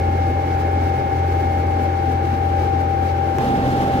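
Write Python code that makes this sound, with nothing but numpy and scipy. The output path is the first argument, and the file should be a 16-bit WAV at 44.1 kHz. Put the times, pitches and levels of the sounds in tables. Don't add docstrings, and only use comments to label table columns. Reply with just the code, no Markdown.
import sys
import numpy as np
from scipy import signal
from scipy.fft import rfft, irfft
from scipy.io import wavfile
from scipy.ndimage import uniform_filter1d

SR = 44100
rng = np.random.default_rng(int(sys.argv[2]) if len(sys.argv) > 2 else 0)


def dump_mix(stems):
    frames = np.atleast_2d(stems).T
    limited = np.clip(frames, -1, 1)
    pcm = np.round(limited * 32767).astype(np.int16)
    wavfile.write(sys.argv[1], SR, pcm)


N = 176400

TURN_FROM_S, TURN_TO_S, CUT_S = 1.5, 2.7, 3.385
AISLE_LAG_S, VINES_LAG_S = .00047, -.00029
SHAFT_HZ, BLADES, MAINS_BUZZ_HZ = 43.08, 2, 100
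WHINE_HZ, WHINE_JITTER_HZ = 785.85, .55
SWAY_PER_S, SWAY_PEAK_S, SWAY_DEPTH_HZ = 3.24, .102, 1.63

# (frequency [Hz], relative spectral density [dB])
AISLE_AIR = [(25, -76), (45, -61.5), (70, -52), (130, -56), (185, -60.5), (260, -54), (340, -52.5),
             (470, -55.5), (580, -56), (690, -63.5), (815, -53), (950, -66.5), (1250, -67.5), (1620, -68),
             (1950, -73.5), (2200, -72), (2600, -76.5), (3300, -82), (5500, -87.5), (8500, -98),
             (13000, -97.5), (15500, -97.5)]
VINES_AIR = [(25, -82), (45, -53.0), (70, -52), (130, -50), (260, -47.0), (470, -51), (580, -51.5),
             (690, -57.5), (815, -50), (950, -62), (1600, -64.5), (2300, -71), (3000, -73.0), (5500, -81.5),
             (8500, -90.0), (13000, -91.0), (15500, -92)]
# (frequency [Hz], coherence [0-1])
AIR_COHERENCE = [(60, .99), (130, .97), (300, .9), (640, .55), (1400, .35), (3000, .3), (8000, .1)]
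# (frequency [Hz], aisle [dB], vines [dB])
AIR_BALANCE = [(70, 5.5, 3.5), (300, 2, 1.5), (815, 3, 3.6), (1600, -4.5, 2.3), (2280, -4.5, 3),
               (3000, 6, 4), (5500, -4.5, 1.5), (9000, 1, 4)]
# (time [s], level [dB])
HISS_SWELLS = [(.28, -55), (.545, -56), (.598, -54), (.73, -52), (1.27, -57), (1.60, -54), (1.70, -56),
               (1.82, -52), (1.848, -53), (2.122, -51), (2.45, -56), (2.64, -56), (2.815, -56),
               (3.005, -56), (3.05, -54), (3.365, -55)]
# (frequency [Hz], then before the turn, after it and among the vines: left [dB], right [dB])
WEAK_TONES = [(58.6, -40, -43, -52, -58, -46, -51), (117.2, -41, -43, -48, -52, -56, -58),
              (571, -44, -45, -45, -45, -43, -52), (743, -50, -41, -48, -42, -54, -49),
              (763, -47, -57, -54, -60, -50, -58), (809, -43, -46, -50, -56, -46, -56),
              (830.5, -37, -37, -34, -39, -42, -42), (1709, -66, -51, -60, -56, -61, -58)]
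# (shaft harmonic [number], aisle left [dB], aisle right [dB], vines left [dB], vines right [dB])
HUM_HARMONICS = [(1, -50, -53, -40, -44), (2, -22.3, -22.3, -32, -30.5), (3, -33, -34, -28, -31),
                 (5, -47, -51, -41, -44), (6, -42, -46, -34, -35), (7, -39, -42, -40, -44),
                 (8, -42, -43, -46, -50)]
# (time [s], level [dB])
HUM_DIPS = [(1.09, -6), (3.0, -3.5)]
# (left [dB], right [dB])
WHINE_LEVELS = [(-21.5, -29.5), (-19, -44), (-25.5, -20.5)]
# (harmonic [number], offset [mains buzz steps], then for the same positions: left [dB], right [dB])
WHINE_SIDE_TONES = [(1, -2, -43, -51, -45, -49, -40, -43), (1, 1, -58, -40, -42, -40, -39, -40),
                    (2, -2, -52, -52, -48, -47, -43, -43), (2, 0, -63, -66, -53, -52, -54, -64),
                    (2, 1, -59, -47, -60, -57, -64, -52), (3, -2, -47, -45, -56, -54, -48, -51),
                    (3, -1, -61, -49, -60, -58, -54, -55), (4, -4, -65, -68, -65, -66, -57, -62),
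                    (4, -1, -70, -65, -59, -70, -58, -59)]


def undb(db):
    return 10 ** (np.asarray(db) / 20)


def walk(rate):
    hold = max(int(SR / rate), 1)
    steps = np.repeat(rng.standard_normal(N // hold + 2), hold)
    smooth = uniform_filter1d(uniform_filter1d(steps, hold), hold)
    smooth = smooth[rng.integers(hold):][:N]
    return (smooth - smooth.mean()) / smooth.std()


def on_log(f, table, column=1):
    table = np.array(table, float)
    return np.interp(np.log(f + 1), np.log(table[:, 0]), table[:, column])


def port_lag(hz, lag, direct_from_hz=1380):
    return lag * np.sqrt(np.minimum(hz / direct_from_hz, 1))


def tone(t, hz, levels_db):
    before, after, vines = np.reshape(levels_db, (-1, 2, 1))
    turn = np.clip((t - TURN_FROM_S) / (TURN_TO_S - TURN_FROM_S), 0, 1)
    db = np.where(t < CUT_S, before + (after - before) * turn, vines)
    lag = port_lag(hz, np.where(t < CUT_S, AISLE_LAG_S, VINES_LAG_S))
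    cycles = np.cumsum(hz) / SR + rng.random() + np.array([[-.5], [.5]]) * lag * hz
    return np.sqrt(2) * undb(db) * np.sin(2 * np.pi * cycles)


def rushing_air(t, spectrum, lag, balance_column):
    f = np.arange(N // 2 + 1) * SR / N
    sides = np.array([[.5], [-.5]])
    coherence = on_log(f, AIR_COHERENCE)
    shared = rfft(rng.standard_normal(N)) * np.exp(-2j * np.pi * f * port_lag(f, lag) * sides)
    separate = rfft(rng.standard_normal((2, N)))
    ports = np.sqrt(coherence) * shared + np.sqrt(1 - coherence) * separate
    density_db = on_log(f, spectrum) + sides * on_log(f, AIR_BALANCE, balance_column)
    ports = ports * undb(density_db) * np.sqrt(SR / 2)
    octave = np.clip(np.log2((f + 1) / SHAFT_HZ), 0, 8)
    blade_chop = 1 + .33 * np.cos(2 * np.pi * BLADES * SHAFT_HZ * t)
    common_flicker = 1.3 * (walk(24) + walk(70)) / np.sqrt(2)
    out = 0
    for k in range(9):
        hz = SHAFT_HZ * 2 ** k
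        band = irfft(ports * np.maximum(1 - abs(octave - k), 0), N)
        treble = min(hz / 6200, 1)
        band = band * undb(treble * common_flicker + (.5 - treble) * 1.6 * walk(34.97))
        out = out + band * (blade_chop if 150 < hz < 500 else 1)
    return out


def hiss_swells(t, width_s=.017):
    highpass = signal.butter(1, 3000, "high", fs=SR, output="sos")
    hiss = signal.sosfilt(highpass, rng.standard_normal((2, N)))
    return hiss * sum(undb(db) * np.exp(-.5 * ((t - s) / width_s) ** 2) for s, db in HISS_SWELLS)


def tick(t, decay_s=.0004):
    burst = (t >= CUT_S) * np.exp(-abs(t - CUT_S) / decay_s) * rng.standard_normal(N)
    return undb(-14) * signal.sosfilt(signal.butter(1, 2500, fs=SR, output="sos"), burst)


def weak_tones(t, drift=.0011, flutter_db=2):
    return sum(tone(t, hz * (1 + drift * walk(10)), levels_db) * undb(flutter_db * walk(14))
               for hz, *levels_db in WEAK_TONES)


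def fan_hum(t, drift=.0029, dip_width_s=.03):
    shaft_hz = SHAFT_HZ * (1 + drift * walk(7))
    dips_db = sum(db * np.exp(-.5 * ((t - s) / dip_width_s) ** 2) for s, db in HUM_DIPS)
    out = 0
    for harmonic, *levels_db in HUM_HARMONICS:
        aisle_db, vines_db = levels_db[:2], levels_db[2:]
        waver_db = 1.2 * walk(7) + dips_db if harmonic == BLADES else 1.5 * walk(13)
        out = out + tone(t, harmonic * shaft_hz, [aisle_db, aisle_db, vines_db]) * undb(.13 + waver_db)
    return out


def motor_whine(t, flutter_db=.78, side_flutter_db=1.5):
    sway_hz = SWAY_DEPTH_HZ * np.cos(2 * np.pi * SWAY_PER_S * (t - SWAY_PEAK_S))
    whine_hz = WHINE_HZ + sway_hz + WHINE_JITTER_HZ * walk(25.07)
    out = tone(t, whine_hz, WHINE_LEVELS) * undb(flutter_db * walk(30.2))
    for harmonic, steps, *levels_db in WHINE_SIDE_TONES:
        side_hz = harmonic * whine_hz + steps * MAINS_BUZZ_HZ
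        out = out + tone(t, side_hz, levels_db) * undb(side_flutter_db * walk(30.03))
    return out


def scene():
    t = np.arange(N) / SR
    aisle_air = undb(.56) * rushing_air(t, AISLE_AIR, AISLE_LAG_S, balance_column=1)
    vines_air = undb(-.5) * rushing_air(t, VINES_AIR, VINES_LAG_S, balance_column=2)
    air = np.where(t < CUT_S, aisle_air, vines_air)
    return air + fan_hum(t) + motor_whine(t) + weak_tones(t) + hiss_swells(t) + tick(t)


def record(dry):
    return signal.sosfilt(signal.ellip(10, .1, 80, 15600, fs=SR, output="sos"), dry)


dry = scene()
out = record(dry)
dump_mix(out)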